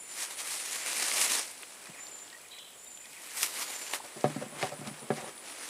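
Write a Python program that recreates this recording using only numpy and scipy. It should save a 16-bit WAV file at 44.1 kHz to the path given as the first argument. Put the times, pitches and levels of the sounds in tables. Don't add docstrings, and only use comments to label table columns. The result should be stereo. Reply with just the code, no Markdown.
import sys
import numpy as np
from scipy import signal
from scipy.fft import rfft, irfft
from scipy.io import wavfile
from scipy.ndimage import uniform_filter1d

SR = 44100
rng = np.random.default_rng(int(sys.argv[2]) if len(sys.argv) > 2 else 0)


def int16_out(signal):
    q = np.round(np.clip(np.atleast_2d(signal).T, -1, 1) * 32767)
    wavfile.write(sys.argv[1], SR, q.astype(np.int16))


N = 250929
TIME = np.arange(N) / SR


def gain_of(db):
    return 10 ** (np.asarray(db) / 20)


def unit_rms(x):
    return x / np.sqrt(np.mean(x ** 2) + 1e-20)


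def at_frequency(points, hz):
    f, value = np.transpose(points)
    return np.interp(np.log(hz + 1), np.log(f + 1), value)


def add(mix, start, sound, pan_db):
    at = round(start * SR)
    sound = sound[max(-at, 0):]
    part = mix[:, max(at, 0):][:, :len(sound)]
    part += gain_of([[pan_db / 2], [-pan_db / 2]]) * sound[:part.shape[1]]


def resonate(x, hz, width):
    turn = np.exp(2j * np.pi * np.cumsum(hz * np.ones(len(x))) / SR)
    pole = np.exp(-np.pi * width / SR)
    return 2 * (turn * signal.lfilter([1 - pole], [1, -pole], x / turn + 1e-18)).real


def noise_band(count, hz, width):
    return unit_rms(resonate(resonate(rng.standard_normal(count), hz, width), hz, width))


def coloured(pair, spectrum, likeness, tilt, top_db, patchy_db):
    hz, t, (left, other) = signal.stft(pair, SR, nperseg=512, noverlap=384)
    patches = rng.standard_normal(left.shape)
    patches = unit_rms(uniform_filter1d(uniform_filter1d(patches, size=14, axis=0), size=12, axis=1))
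    same = at_frequency(likeness, hz)[:, None]
    right = same * left + np.sqrt(1 - same ** 2) * other
    slope_db = np.log2((hz[:, None] + 100) / 4000) * np.interp(t, TIME, tilt)
    lift_db = np.clip(4 * np.log2((hz[:, None] + 1) / 10000), 0, 1) * np.interp(t, TIME, top_db)
    colour = gain_of(at_frequency(spectrum, hz)[:, None] + slope_db + lift_db + patchy_db * patches)
    return signal.istft(np.array([left, right]) * colour, SR, nperseg=512, noverlap=384)[1][:, :N]


def swell_power(rows):
    power = np.full(N, 1e-12)
    for peak_time, db, rise, fall in rows:
        away = np.where(TIME < peak_time, (peak_time - TIME) / rise, (TIME - peak_time) / fall)
        power += gain_of(2 * (db - 10 * away ** 1.45))
    return power


# (frequency [Hz], relative density [dB])
AMBIENCE_SPECTRUM = [(15, -51), (25, -19), (44, -11), (624, 3.5), (1370, -2.5), (3160, -2.5), (6050, -9.5),
                     (7710, 0.5), (8590, -4), (9570, -0.5), (11000, -7.5), (14800, -12.5), (16000, -14)]
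# (frequency [Hz], correlation [0-1])
AMBIENCE_LIKENESS = [(60, .85), (250, .7), (900, .5), (3000, .6), (7000, .75), (15000, 1)]


def swamp_ambience():
    noise, flat = rng.standard_normal((2, N)), np.zeros(N)
    hiss = coloured(noise, AMBIENCE_SPECTRUM, AMBIENCE_LIKENESS, tilt=flat, top_db=flat, patchy_db=.8)
    return gain_of(-53.5 + np.array([[.3], [-.3]])) * unit_rms(hiss)


# (time [s], length [s], pitch [Hz], width [Hz], level [dB], throb rate [Hz])
BIRD_NOTES = [(2.504, .22, 3940, 200, -49.5, 52), (2.515, .09, 3200, 700, -51, 66),
              (2.575, .2, 3200, 600, -49.5, 60)]


def far_bird():
    out = np.zeros((2, N))
    for start, length, hz, width, db, throb_hz in BIRD_NOTES:
        t = np.arange(0, length, 1 / SR)
        shape = signal.windows.tukey(len(t), .12) * gain_of(-15 * t / length)
        shape *= 1 - 0.22 * np.cos(2 * np.pi * throb_hz * t)
        add(out, start, gain_of(db) * shape * noise_band(len(t), hz, width), pan_db=-.3)
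    return out


# (time [s], pitch [Hz], level [dB])
PIP_NOTES = [(2.323, 1885, -46), (2.342, 1890, -43.5), (2.362, 1920, -49), (2.863, 3750, -50)]


def far_pips():
    out, t = np.zeros((2, N)), np.arange(0, .016, 1 / SR)
    for start, hz, db in PIP_NOTES:
        add(out, start, gain_of(db) * np.sin(2 * np.pi * hz * t) * np.hanning(len(t)), pan_db=3.0)
    return out


# (time [s], level [dB])
FROG_PHRASES = [(1.807, -50), (2.401, -52), (2.995, -50.5)]
# (delay [s], relative level [dB])
FROG_CHIRPS = [(0, -6), (.043, -1.5), (.125, 0), (.166, 1.5)]


def far_frog():
    out, t = np.zeros((2, N)), np.arange(0, .028, 1 / SR)
    pitch = np.interp(t, [0, .01, .02, .028], [2500, 2497, 1926, 1870])
    shape = signal.windows.tukey(len(t), .45) * gain_of(-220 * t)
    chirp = shape * np.sin(2 * np.pi * np.cumsum(pitch) / SR)
    tail = 0.042 * gain_of(-60 * np.arange(6000) / SR / 0.14)
    for start, db in FROG_PHRASES:
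        for delay, chirp_db in FROG_CHIRPS:
            scatter = tail * rng.standard_normal(len(tail))
            scatter[0] = 1
            add(out, start + delay, gain_of(db + chirp_db) * signal.oaconvolve(chirp, scatter), -6.0)
    return out


# (peak time [s], level [dB], rise [s], fall [s])
RASP_SWELLS = [(.1, -58, .3, .4), (.55, -52, .1, 0.09), (.9, -45, 0.22, .22), (2, -60, .2, 0.13),
               (3.3, -55, 0.27, .2), (3.62, -56, .2, .15)]


def rasp():
    level = np.sqrt(swell_power(RASP_SWELLS))
    centre, spread = (level * noise_band(N, hz=2160, width=1170) for _ in range(2))
    return gain_of([[1.5], [-1.5]]) * centre + np.outer([.35, -.35], spread)


# (time [s], buzz level [dB], chorus level [dB])
INSECT_LEVELS = [(0, -52, -59), (.6, -49, -56), (1.5, -55, -60.5), (2.5, -69, -61.5), (3.2, -59.5, -62),
                 (4, -56.5, -58.5), (4.8, -56, -60), (5.69, -52, -63)]


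def insects():
    beat = np.sin(2 * np.pi * 8.2 * (TIME - 5.354))
    depth_db = np.interp(TIME, [4.3, 4.9], [2, 4])
    throb = gain_of(depth_db * np.tanh(2 * beat))
    times, *levels = np.transpose(INSECT_LEVELS)
    buzz, chorus = (gain_of(np.interp(TIME, times, db)) for db in levels)
    centre, spread = (buzz * throb * noise_band(N, 9580, 810) + chorus * noise_band(N, 7830, 800)
                      for _ in range(2))
    return centre + np.outer([.35, -.35], spread)


# (time [s], length [s], level [dB])
CRICKET_TRILLS = [(-.1, 0.34, -53.5), (.66, 0.29, -51), (1.941, .38, -51), (2.75, .38, -53.5),
                  (3.632, 0.33, -50)]


def cricket():
    out = np.zeros((2, N))
    for start, length, db in CRICKET_TRILLS:
        t = np.arange(0, length, 1 / SR)
        pitch = np.interp(t, [0, .035, .075, .35], [6900, 6850, 7200, 7150])
        swell_db = np.interp(t, [0, .05, .09, .28, .36], [-5, -0.5, 2.0, 2.5, -11])
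        shape = gain_of(db + swell_db) * signal.windows.tukey(len(t), .3)
        strokes = 1 + 0.16 * np.sin(2 * np.pi * 85 * t)
        tone = unit_rms(noise_band(len(t), pitch, 60) + 0.73 * noise_band(len(t), pitch, 270))
        add(out, start, shape * strokes * tone, pan_db=3.0)
    return out


# (time [s], length [s], first pitch [Hz], last pitch [Hz], level [dB])
DROP = (4, 0.01, 718, 1102, -39)


def water_drop():
    out = np.zeros((2, N))
    start, length, first_hz, last_hz, db = DROP
    pitch = np.geomspace(first_hz, last_hz, round(length * SR))
    bubble = np.sin(2 * np.pi * np.cumsum(pitch) / SR) * signal.windows.tukey(len(pitch), .4)
    add(out, start, gain_of(db) * bubble, pan_db=-4.0)
    return out


# (frequency [Hz], level [dB], nominal t60 [s])
HOLLOW_MODES = [(148.6, -3.5, 0.24), (183, -7, .1), (225.6, -2.5, 0.16), (267, -6.5, 0.145),
                (402, -8, 0.093), (517, -6, 0.14), (585, 0.5, .12), (732, 0.5, 0.088), (1054, -17, .06),
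                (1200, -9.5, 0.089), (1300, -16, 0.091), (1650, -6, .07), (2003, -18, 0.072),
                (2860, -19, .05)]
# (time [s], peak level [dB], centre [Hz], contact [s], lift of the deepest mode [dB])
BLOWS = [(1.89, -44, 330, 0.0065, -20), (4.04, -41, 657, 0.0085, -12), (4.16, -37, 340, 0.017, -5),
         (4.2426, -10, 478, .0025, 0), (4.301, -31.5, 303, .0057, 5), (4.362, -25.5, 274, 0.0015, -4.5),
         (4.415, -28.5, 545, 0.014, -6), (4.461, -37.5, 255, 0.0075, 4), (4.52, -41, 250, .012, 0),
         (4.56, -43, 220, .015, 2), (4.627, -20, 710, .012, -8), (4.718, -31, 613, 0.015, -1),
         (4.789, -38.5, 197, 0.0043, 4), (4.815, -34.5, 360, .0045, -4), (4.857, -35.5, 206, 0.018, 2.5),
         (4.905, -38, 220, .008, 2), (5.018, -37, 460, .014, -10), (5.1042, -15.5, 422, 0.0018, -7),
         (5.169, -33.5, 700, 0.018, -12), (5.223, -36, 570, .015, -10), (5.27, -40, 450, .015, -6)]


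def hollow_knocks():
    out, t = np.zeros((2, N)), np.arange(12000) / SR
    low_cut = signal.butter(8, 122, "high", fs=SR, output="sos")
    hz, mode_db, t60 = (column[:, None] for column in np.transpose(HOLLOW_MODES))
    for start, db, centre_hz, contact, deep_db in BLOWS:
        damping = 0.87 + 28 * contact
        spot_db = 1.3 * rng.standard_normal(hz.shape)
        struck_db = mode_db + spot_db - 2.9 * np.log2(hz / centre_hz) ** 2
        struck_db[0] = mode_db[0] + deep_db
        detune = 1 + .01 * rng.standard_normal(hz.shape)
        ring = (gain_of(struck_db - 60 * damping * t / t60) * np.sin(2 * np.pi * hz * detune * t)).sum(0)
        thud = np.sin(2 * np.pi * centre_hz * t) * gain_of(-60 * t * centre_hz / 12)
        rattle = noise_band(len(t), 700, 1500) * gain_of(-60 * damping * t / 0.097)
        body = ring / abs(ring).max() + 0.58 * thud + .13 * rattle
        span = t[:3000] / contact
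        touches = rng.standard_normal(len(span)) * span * np.exp(-2 * span)
        touches *= contact / 0.0055 / np.linalg.norm(touches)
        touches[0] = 1
        knock = signal.sosfilt(low_cut, signal.oaconvolve(body, touches))
        add(out, start, gain_of(db) * knock / abs(knock).max(), pan_db=4.2)
    return out


# (time [s], level [dB], tilt [dB/octave], left over right [dB], lift above 10 kHz [dB])
RUBBING = [(0, -60, -0.5, 3, 0), (.35, -49.5, -0.5, 3, 0), (.5, -41, 1.5, 3.2, 0), (.83, -40, 0.1, 3.2, 0),
           (1.0, -32, 0.83, 3.2, 0), (1.38, -31, 1, 3.2, 0), (1.48, -45, 1, 2, 0), (1.6, -51.5, -.5, 1, 2),
           (2.155, -52, -2, 0, 0), (2.95, -63, 0, 0, 3), (3.33, -46.5, .5, 3.5, 5), (3.5, -43, 0, 3.5, 5),
           (3.9, -43, -.7, 2, 4), (4.01, -52, -2, 1.5, 3), (4.5, -53, -4.5, 4, 2), (4.85, -51, -4, 3.8, 2),
           (5.4, -53, -3.5, 3, 2), (5.69, -41.5, -0.3, 3, 1)]


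def leaf_rubbing():
    times, *columns = np.transpose(RUBBING)
    return [np.interp(TIME, times, column) for column in columns]


# (time [s], level [dB], centre [Hz], width [Hz])
CRACKS = [(1.115, -30, 2200, 2000), (1.514, -38.5, 9600, 3000), (1.625, -37.5, 9600, 4000),
          (1.632, -39.5, 2500, 2500), (1.869, -43.5, 1240, 900), (2.068, -41.5, 4300, 1300),
          (2.278, -45, 3280, 2500), (2.301, -46, 3500, 2500), (2.845, -44, 11000, 5000),
          (2.974, -46.5, 2900, 1200), (3.056, -45.5, 3800, 3000), (3.308, -43, 6200, 5000),
          (3.324, -44, 5000, 9000), (3.4304, -19, 8700, 12000), (3.431, -26, 1800, 2500),
          (3.9354, -25, 1900, 2520), (4.21, -40, 5670, 3500), (4.627, -26, 1790, 2980),
          (4.873, -37, 4430, 5000), (4.941, -42, 2000, 1290)]
TICKS_PER_S, TICK_DB = 9, -47


def sharp_cracks():
    out, t = np.zeros((2, N)), np.arange(4000) / SR
    _, _, pan_db, _ = leaf_rubbing()
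    gap, size, pitch = rng.random((56, 3)).T
    tick_times = np.cumsum(2 * gap / TICKS_PER_S)
    ticks = zip(tick_times, TICK_DB + 6 * (size - .5), 3000 * 4 ** pitch, 2500 * 4 ** pitch)
    for start, db, hz, width in [*CRACKS, *ticks]:
        settle_t60 = 0.042 * (2000 / hz) ** .3
        shape = gain_of(-60 * t / .01) + 0.46 * gain_of(-60 * t / settle_t60)
        crack = gain_of(db) * noise_band(len(t), hz, width) * shape
        add(out, start, crack, pan_db[min(round(start * SR), N - 1)])
    return signal.sosfilt(signal.butter(2, [400, 11500], "band", fs=SR, output="sos"), out)


# (frequency [Hz], relative density [dB])
LEAF_SPECTRUM = [(35, -60), (60, -28), (139, -25), (180, -23), (238, -7.5), (315, -5.5), (803, -3.5),
                 (1090, -2), (1440, -3.5), (2140, -0.5), (3340, -4), (9570, -2), (14900, -21.5),
                 (16000, -31)]
# (frequency [Hz], correlation [0-1])
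LEAF_LIKENESS = [(60, .95), (600, .95), (1600, .97), (3500, .94), (7000, .62), (15000, .9)]
# (peak time [s], level [dB], rise [s], fall [s])
LEAF_SWISHES = [(.12, -45, .04, 0.034), (.222, -33.5, 0.061, 0.046), (.319, -40.5, 0.034, 0.037),
                (.394, -37.5, 0.027, .06), (.539, -36, .08, 0.071), (.659, -40, 0.03, 0.036),
                (.735, -37, 0.034, .09), (.898, -35.5, .06, 0.083), (1.217, -28, 0.082, 0.057),
                (1.322, -30, .04, .06), (1.626, -52, .04, 0.046), (3.143, -52, .06, .05),
                (3.233, -49, .03, .05), (3.385, -35.5, .035, .05), (3.44, -30.5, 0.036, 0.037),
                (3.622, -35.5, .1, .03), (3.712, -40.5, .04, .1), (3.946, -33.5, 0.027, 0.033),
                (4.061, -46.5, 0.025, .03), (4.21, -47.5, 0.09, 0.11), (4.33, -47, 0.071, .06),
                (4.425, -47.5, .05, 0.044), (4.635, -39.5, 0.077, 0.079), (4.884, -43, .025, 0.016),
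                (5.183, -41.5, .04, 0.052), (5.278, -46, 0.046, 0.038), (5.493, -44.5, 0.056, .06)]
SLIPS_PER_S, PUFF_DECAY_S = 700, 0.0018


def leaf_rustle():
    bed_db, bed_tilt, pan_db, top_db = leaf_rubbing()
    level_db = 10 * np.log10(gain_of(2 * bed_db) + swell_power(LEAF_SWISHES))
    tilt = bed_tilt + 0.12 * (level_db - bed_db)
    slip_sizes = gain_of(3.9 * np.minimum(rng.exponential(1, N), 4))
    slips = slip_sizes * (rng.random(N) < SLIPS_PER_S / SR)
    puff = np.exp(-np.arange(400) / SR / PUFF_DECAY_S)
    grain = 1 + 0.49 * unit_rms(signal.oaconvolve(slips, puff)[:N])
    friction = grain * rng.standard_normal((2, N))
    rustle = unit_rms(coloured(friction, LEAF_SPECTRUM, LEAF_LIKENESS, tilt, top_db, patchy_db=1.0))
    return gain_of(level_db + np.outer([.5, -.5], pan_db)) * rustle


def scene():
    calls = cricket() + insects() + far_bird() + far_pips() + far_frog() + rasp()
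    return calls + leaf_rustle() + sharp_cracks() + hollow_knocks() + water_drop() + swamp_ambience()


# (frequency [Hz], side gain [dB])
STEREO_WIDTH = [(60, -14), (200, -5), (500, 0.5), (1200, 4.5), (5000, 3), (9000, 1), (11500, -9),
                (16000, -28)]


def record(dry):
    mid, side = (dry[0] + dry[1]) / 2, (dry[0] - dry[1]) / 2
    side_gain = gain_of(at_frequency(STEREO_WIDTH, np.fft.rfftfreq(N, 1 / SR)))
    side = irfft(rfft(side) * side_gain, N)
    low_pass = signal.firwin(511, 15600, window=("kaiser", 9), fs=SR)
    return signal.oaconvolve([mid + side, mid - side], low_pass[None], "same")


dry = scene()
out = record(dry)
int16_out(out)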